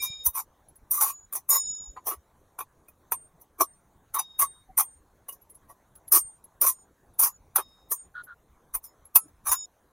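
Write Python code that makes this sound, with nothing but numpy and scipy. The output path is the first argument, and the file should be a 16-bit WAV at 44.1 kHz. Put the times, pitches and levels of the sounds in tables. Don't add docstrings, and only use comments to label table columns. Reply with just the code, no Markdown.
import sys
import numpy as np
from scipy import signal
from scipy.fft import rfft, irfft
from scipy.io import wavfile
from scipy.ndimage import uniform_filter1d

SR = 44100
rng = np.random.default_rng(int(sys.argv[2]) if len(sys.argv) > 2 else 0)


def put_to_file(sound):
    columns = np.atleast_2d(sound).T
    safe = np.clip(columns, -1, 1)
    whole_steps = np.round(safe * 32767)
    wavfile.write(sys.argv[1], SR, whole_steps.astype(np.int16))


N = 437464

# frequency in Hz, relative level in dB per Hz.
BACKGROUND_SPECTRUM = [(12, -30), (20, 3.5), (74, -2), (187, -10.5), (780, -13.5), (1090, -13),
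                       (1290, -19.5), (1570, -21), (2910, -35), (3840, -31), (4940, -40.5), (6540, -28),
                       (7730, -36), (9140, -31.5), (16000, -35.5)]
BACKGROUND_LEVEL_DB = -63.5

# start in seconds, time the free ring ends in seconds,
# dying time from then on in seconds, level in dB, pitch favoured by the place of contact in Hz,
# fall-off towards other pitches in dB per octave.
FREE_RINGS = [(0, 0.246, 0.04, -33, 2540, 8), (1.004, 1.249, 0.014, -43.5, 6900, 90.5),
              (1.502, 1.875, 0.049, -21.5, 7450, 26), (3.113, 3.279, 0.019, -34, 8700, 134),
              (3.619, 3.8, 0.015, -43, 8700, 130), (4.15, 4.624, .023, -46.5, 3810, 29),
              (4.424, 4.643, .014, -36, 8700, 137), (4.77, 4.996, 0.014, -31, 8700, 105.5),
              (6.18, 6.37, 0.017, -30.5, 8700, 106.5), (6.684, 6.835, 0.017, -40.5, 8820, 48),
              (7.251, 7.367, .003, -53, 7030, 77), (7.555, 7.876, .02, -49, 4400, 38),
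              (7.923, 8.054, 0.015, -38, 8700, 56.5), (8.839, 8.9, .02, -55.5, 6040, 44),
              (9.158, 9.252, .016, -43, 8700, 40), (9.486, 9.657, .001, -33, 7140, 19.5)]
# frequency in Hz, relative level in dB,
# time to fall by 60 dB in seconds.
FREE_MODES = [(2370, -5, .4), (3735, 1, 1.3), (5183, -5, 0.89), (5287, -2, 0.64), (6886, 1, 1),
              (6940, -12, 1.2), (8734, 1.5, .33)]

# start in seconds, contact in seconds, strength in dB,
# brightness of blade over bowl in dB, thud of the wok on its stove in dB.
TAPS = [(.91, .014, -48, 24.5, -7.5), (1.327, .011, -46, 11, -12.5), (1.491, .014, -41, 18.5, -7),
        (1.965, 0.014, -40, -38.5, -13.5), (2.589, 0.003, -34, -4.5, -16), (2.605, .004, -34, -10.5, -15),
        (2.884, .006, -64.5, 9.5, 3), (3.12, .0014, -26.5, 2.5, -12), (4.142, .011, -35.5, 5.5, -19.5),
        (4.391, 0.012, -33.5, 10.5, -21), (4.777, .012, -31.5, 11, -15.5), (5.284, 0.014, -47.5, 7.5, -7),
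        (6.12, .008, -37, 20.5, -11.5), (6.614, .009, -36, 17.5, -8.5), (7.191, .036, -38.5, 17.5, -10.5),
        (7.559, .005, -26.5, 8.5, -24), (7.579, .021, -30.5, -6, -7), (8.741, 0.013, -40, 11, -14.5),
        (9.1555, .002, -31.5, 16.5, -12.5), (9.161, .004, -37.5, 17.5, -11)]
# start in seconds, slide in seconds, strength in dB,
# brightness of blade over bowl in dB, thud of the wok on its stove in dB.
SCRAPES = [(.024, 0.033, -46, 14, -17), (.264, 0.0082, -42, 23.5, -16.5), (.35, .019, -41, 7, -30),
           (.373, 0.028, -36, 1.5, -30), (.929, 0.1, -46, 14.5, -16), (1.01, .036, -31.5, 9, -19),
           (1.057, 0.048, -36.5, 1.5, -25), (1.353, 0.016, -44, 13.5, -11), (1.516, 0.053, -34, 7.5, -15.5),
           (2.069, 0.034, -38.5, 7.5, -4.5), (2.111, 0.028, -37, -6.5, -11.5), (3.413, .008, -75, 21, -2.5),
           (3.611, 0.0044, -24, -0.5, -4), (4.162, 0.0069, -32, -10, -24), (4.192, 0.0044, -30, 3, -25),
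           (4.416, 0.013, -26.5, 2.5, -19.5), (4.796, 0.016, -29.5, 6.5, -24.5),
           (5.325, 0.01, -63.5, 17, -4), (5.695, 0.019, -51.5, -8, -8), (6.137, 0.043, -29.5, 10.5, -12),
           (6.63, 0.022, -33.5, 6, -9), (6.664, 0.033, -31.5, 9.5, -23), (7.234, 0.011, -32.5, 12.5, -20.5),
           (7.257, 0.018, -38, 8.5, -17.5), (7.917, 0.0073, -38, 13, -8), (8.842, 0.018, -65.5, 19.5, -18),
           (9.468, .03, -34, 5, -18.5), (9.518, 0.013, -27.5, 6, -23)]
TAP_PRESS_S, SCRAPE_PRESS_S = 0.0025, 0.013
TAP_CHOKE_S, SCRAPE_CHOKE_S = 0.04, 0.053
# level in a tap in dB, level in a scrape in dB, share of the brightness in dB per dB.
ZONES = [(-2, -0.5, 0.061), (-1, 0, 0.0045), (-15, -15.5, 0.22), (-16.5, -11, 0.89), (1.5, 1, 0.83),
         (-2, -3.5, 1.1)]
ZONE_EDGES_HZ = [275, 800, 1700, 4500, 8000, 12500]
# frequency in Hz, width in Hz,
# relative level in dB (before weighting by the width).
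CONTACT_MODES = [(382, 66, -8), (600, 99, -13), (788, 31, -12.5), (1023, 28, -4), (1114, 37, 2),
                 (1254, 89, -8), (1910, 55, -13.5), (2330, 50, -11.5), (2490, 35, -11.5), (2867, 19, -31),
                 (4830, 21, -14), (5990, 180, -2.5), (6775, 22, -3), (8770, 55, -5.5), (8960, 34, -3.5),
                 (9520, 130, 0.5), (10300, 55, 5.5), (10850, 50, -0.5), (10840, 35, 0.5), (11890, 35, 5),
                 (12140, 50, 3.5), (13230, 35, 0), (14200, 160, 3), (15200, 45, -2.5), (15190, 32, -7)]
# frequency in Hz, relative level in dB per Hz.
CROWD_SPECTRUM = [(88, -68.5), (150, -32), (376, -21), (871, -7.5), (1120, 0), (1530, -30.5), (1940, -13.5),
                  (2920, -20), (4860, -19.5), (6020, -6.5), (7920, -20.5), (10600, -6.5), (13200, -7.5),
                  (14200, -3), (16000, -17)]

# start in seconds, frequency in Hz, level in dB, length in seconds.
BUMPS = [(0.096, 113, -40.5, 0.015), (0.259, 63.6, -35.5, 0.048), (1.869, 40.5, -40.5, 0.055),
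         (2.157, 70, -48, 0.056), (3.33, 166, -57.5, 0.043), (4.683, 758, -47.5, 0.041),
         (8.72, 34.4, -44.5, 0.078), (9.247, 297, -52, 0.031), (9.48, 58, -43.5, 0.047)]

# start in seconds, frequency in Hz,
# relative level in dB, time to fall by 60 dB in seconds.
PINGS = [(0.263, 6015, -31.5, 0.07), (0.922, 8640, -32, 0.13), (0.977, 1175, -33, 0.25),
         (1.359, 6110, -41, 0.088), (2.883, 2480, -54.5, 0.048), (3.609, 5920, -19, 0.043),
         (4.187, 5985, -29, 0.082), (5.291, 2910, -44.5, 0.072), (6.122, 5200, -28, 0.06),
         (9.156, 2615, -29, 0.059), (9.163, 1308, -40.5, 0.15), (9.165, 10540, -27.5, 0.14)]

# time in seconds, relative peak level in dB.
TINKLES = [(0.6857, -41.5), (0.7576, -44.5), (5.4164, -47), (5.4993, -40), (5.549, -39.5), (5.9554, -39.5),
           (6.079, -32), (6.442, -36), (7.1385, -53.5), (8.2375, -39), (9.0544, -38.5)]
# frequency in Hz, relative level in dB, time to fall by 60 dB in seconds.
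BANGLE_MODES = [(9630, -5, .08), (10920, 18, 0.055), (10900, -3, 0.049), (12230, 3, .08), (12800, 0.5, .07),
                (14100, -7, 0.039), (15450, -3, .06)]

# start in seconds, length in seconds, pitch in Hz, level in dB,
# overtone level against the tone in dB.
SQUEAKS = [(8.139, .092, 1457, -40, -25), (8.264, .085, 1438, -47, -30)]

# frequency in Hz,
# level against the direct sound in dB.
SIDEWAYS_SPECTRUM = [(2500, -49.5), (4500, -13.5), (6500, -14), (9000, -18.5), (15000, -29.5)]

CUTOFF_HZ = 15900


def amp(db):
    return 10 ** (np.asarray(db) / 20)


def unit(x):
    return x / np.sqrt(np.mean(x ** 2) + 1e-20)


def smooth_random(noise, first, second):
    return unit(uniform_filter1d(uniform_filter1d(noise, size=first), size=second))


def read(points, hz):
    f, value = np.transpose(points)
    return np.interp(np.log(hz + 1), np.log(f + 1), value)


def add(mix, s, sound):
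    part = mix[..., max(round(s * SR), 0):][..., :sound.shape[-1]]
    part += sound[..., :part.shape[-1]]


def background(patch_db=3.1, swell_db=0.3):
    hz, _, z = signal.stft(rng.standard_normal(N), SR, nperseg=1024, noverlap=768)
    patches = rng.standard_normal(z.shape)
    for axis in (0, 1):
        patches = uniform_filter1d(patches, size=10, axis=axis)
    swell = unit(uniform_filter1d(rng.standard_normal(z.shape[1]), size=40))
    level_db = read(BACKGROUND_SPECTRUM, hz)[:, None] + patch_db * unit(patches) + swell_db * swell
    noise = signal.istft(z * amp(level_db), nperseg=1024, noverlap=768)[1][:N]
    return amp(BACKGROUND_LEVEL_DB) * unit(noise)


def ringing(swell_s=0.003, wobble_db=2.5, buzz_db=-22):
    t, out = np.arange(SR) / SR, np.zeros(N)
    for s, end, dying, ring_db, favoured_hz, falloff_db in FREE_RINGS:
        swell = 1 - np.exp(-t / swell_s)
        free = swell * np.exp(-np.maximum(t - (end - s), 0) / dying)
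        for hz, db, t60 in FREE_MODES:
            slow, fast = rng.standard_normal((2, SR))
            wobble = smooth_random(slow, 900, 400)
            buzz = 1 + amp(buzz_db) * smooth_random(fast, 160, 100)
            place_db = -falloff_db * abs(np.log2(hz / favoured_hz))
            level = amp(ring_db + place_db + db - 60 * t / t60 + wobble_db * wobble) * buzz
            tone = np.sin(2 * np.pi * (hz * t + rng.random()))
            add(out, s, np.sqrt(2) * level * free * tone)
    return out


def touches():
    tap_db, scrape_db, lean = np.transpose(ZONES)
    taps = TAPS, TAP_PRESS_S, TAP_CHOKE_S, tap_db
    scrapes = SCRAPES, SCRAPE_PRESS_S, SCRAPE_CHOKE_S, scrape_db
    for rows, press, choke, colour_db in (taps, scrapes):
        for s, slide, strength_db, bright_db, thud_db in rows:
            zone_db = strength_db + colour_db + lean * bright_db
            zone_db[0] += thud_db
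            yield s, slide, press, choke, zone_db


def slips(t, slide, press, per_s=1300, spread_db=3, rub_db=-9, press_db=20, ease_db=3, release_s=0.0053):
    force_db = press_db * np.minimum(t / press, 0) - ease_db * np.clip(t / slide, 0, 1)
    force = amp(force_db) * np.exp(-np.maximum(t - slide, 0) / release_s)
    happens = rng.random(len(t)) < per_s / SR
    size = amp(spread_db * rng.standard_normal(len(t)))
    clicks = happens * size * rng.choice([-1, 1], len(t))
    rub = amp(rub_db) * rng.standard_normal(len(t))
    return force * (unit(clicks) + rub)


def landing_noise(t, db=-11, rise_s=0.0027):
    return amp(db) * np.exp(-abs(t) / rise_s) * rng.standard_normal(len(t))


def contact_response(size, crowd_db=-3, crowd_t60=0.092, place_db=5.5, uneven_db=5, shift=0.76):
    t, bins = np.arange(size) / SR, np.fft.rfftfreq(size, 1 / SR)
    modes = 0
    for hz, width, db in CONTACT_MODES:
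        drift = np.pi * width * shift * rng.standard_normal() * t
        swing = np.sin(2 * np.pi * (hz * t + rng.random()) + drift)
        level = amp(db + place_db * rng.standard_normal()) * width
        modes = modes + level * np.exp(-np.pi * width * t) * swing
    clusters = smooth_random(rng.standard_normal(len(bins)), 90, 50)
    crowd_gain = amp(read(CROWD_SPECTRUM, bins) + uneven_db * clusters)
    crowd = irfft(rfft(rng.standard_normal(size)) * crowd_gain)
    crowd = unit(crowd * amp(-60 * t / crowd_t60))
    return rfft(unit(modes) + amp(crowd_db) * crowd)


def spatula(size=12288, blow=9, quick_s=0.0015, settle_s=0.0011):
    hz, out = np.fft.rfftfreq(size, 1 / SR), np.zeros(N)
    below = [1 / (1 + (hz / edge) ** 16) for edge in ZONE_EDGES_HZ]
    below.append(np.ones(len(hz)))
    zones = np.diff(below, axis=0)
    for s, slide, press, choke, zone_db in touches():
        lead = round(np.clip(s, 0, 0.03) * SR)
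        t = (np.arange(size) - lead) / SR
        drive = slips(t, slide, press) + landing_noise(t)
        drive[lead] += blow * np.exp(-(press / quick_s) ** 2 / 2)
        parts = irfft(rfft(drive) * contact_response(size) * zones)
        strength = parts[:, lead:lead + round((slide + settle_s) * SR)].std(axis=1)
        grip = np.exp(-(np.maximum(t - slide, 0) / choke) ** 4)
        add(out, s - lead / SR, grip * ((amp(zone_db) / strength) @ parts))
    return out


def bumps():
    out = np.zeros(N)
    for s, hz, db, length in BUMPS:
        t = np.arange(round(length * SR)) / SR
        add(out, s, amp(db) * np.hanning(len(t)) * np.sin(2 * np.pi * hz * t))
    return out


def pings(rise_s=0.0031):
    t, out = np.arange(SR // 4) / SR, np.zeros(N)
    for s, hz, db, t60 in PINGS:
        level = amp(db - 60 * t / t60) * (1 - np.exp(-t / rise_s))
        add(out, s, level * np.sin(2 * np.pi * (hz * t + rng.random())))
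    return 2 * out


def bangles(level_db=-8, jostle_s=0.0073, press_s=0.0044, detune=0.019, vary_db=4, rub_db=-10):
    t, out = np.arange(SR // 5) / SR, np.zeros(N)
    high_pass = signal.butter(4, 9000, "high", fs=SR, output="sos")
    for s, db in TINKLES:
        ring = 0
        for hz, mode_db, t60 in BANGLE_MODES:
            level = amp(mode_db + vary_db * rng.standard_normal() - 60 * t / t60)
            ring = ring + level * np.sin(2 * np.pi * hz * rng.normal(1, detune) * t)
        drive = slips(t - 2 * press_s, jostle_s, press_s)
        rub = signal.sosfilt(high_pass, drive)
        tinkle = unit(signal.fftconvolve(drive, ring)[:len(t)]) + amp(rub_db) * unit(rub)
        add(out, s - 2 * press_s, amp(db + level_db) * 2 * tinkle / abs(tinkle).max())
    return out


def squeaks(waver_hz=35, flutter=0.44, sag_hz=50, overtone_band_hz=(3100, 4300)):
    out = np.zeros(N)
    band = signal.butter(4, overtone_band_hz, "band", fs=SR, output="sos")
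    for s, length, hz, db, over_db in SQUEAKS:
        n = round(length * SR)
        waver = smooth_random(rng.standard_normal(n), 80, 60)
        shake = smooth_random(rng.standard_normal(n), 80, 60)
        pitch = hz + waver_hz * waver + sag_hz * np.linspace(1, -1, n)
        tone = np.sin(2 * np.pi * np.cumsum(pitch) / SR) * (1 + flutter * shake)
        rasp = signal.sosfilt(band, rng.standard_normal(n))
        squeak = unit(tone) + amp(over_db) * unit(rasp)
        add(out, s, amp(db) * squeak * signal.windows.tukey(n, 0.5))
    return out


def room(x, t60=0.067):
    t = np.arange(SR // 8) / SR
    echoes = rng.standard_normal(len(t)) * amp(-60 * t / t60)
    gain = amp(read(SIDEWAYS_SPECTRUM, np.fft.rfftfreq(len(t), 1 / SR)))
    echoes = irfft(rfft(echoes / np.linalg.norm(echoes)) * gain)
    side = signal.fftconvolve(x, echoes)[:N]
    return np.array([x + side, x - side])


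def scene():
    reflected = room(spatula() + pings() + bangles() + squeaks())
    return reflected + ringing() + bumps() + background()


def record(dry, ceiling=0.75):
    rounded = dry / (1 + (dry / ceiling) ** 6) ** (1 / 6)
    low_pass = signal.firwin(511, CUTOFF_HZ, window=("kaiser", 9), fs=SR)
    return signal.oaconvolve(rounded, low_pass[None], "same")


dry = scene()
out = record(dry)
put_to_file(out)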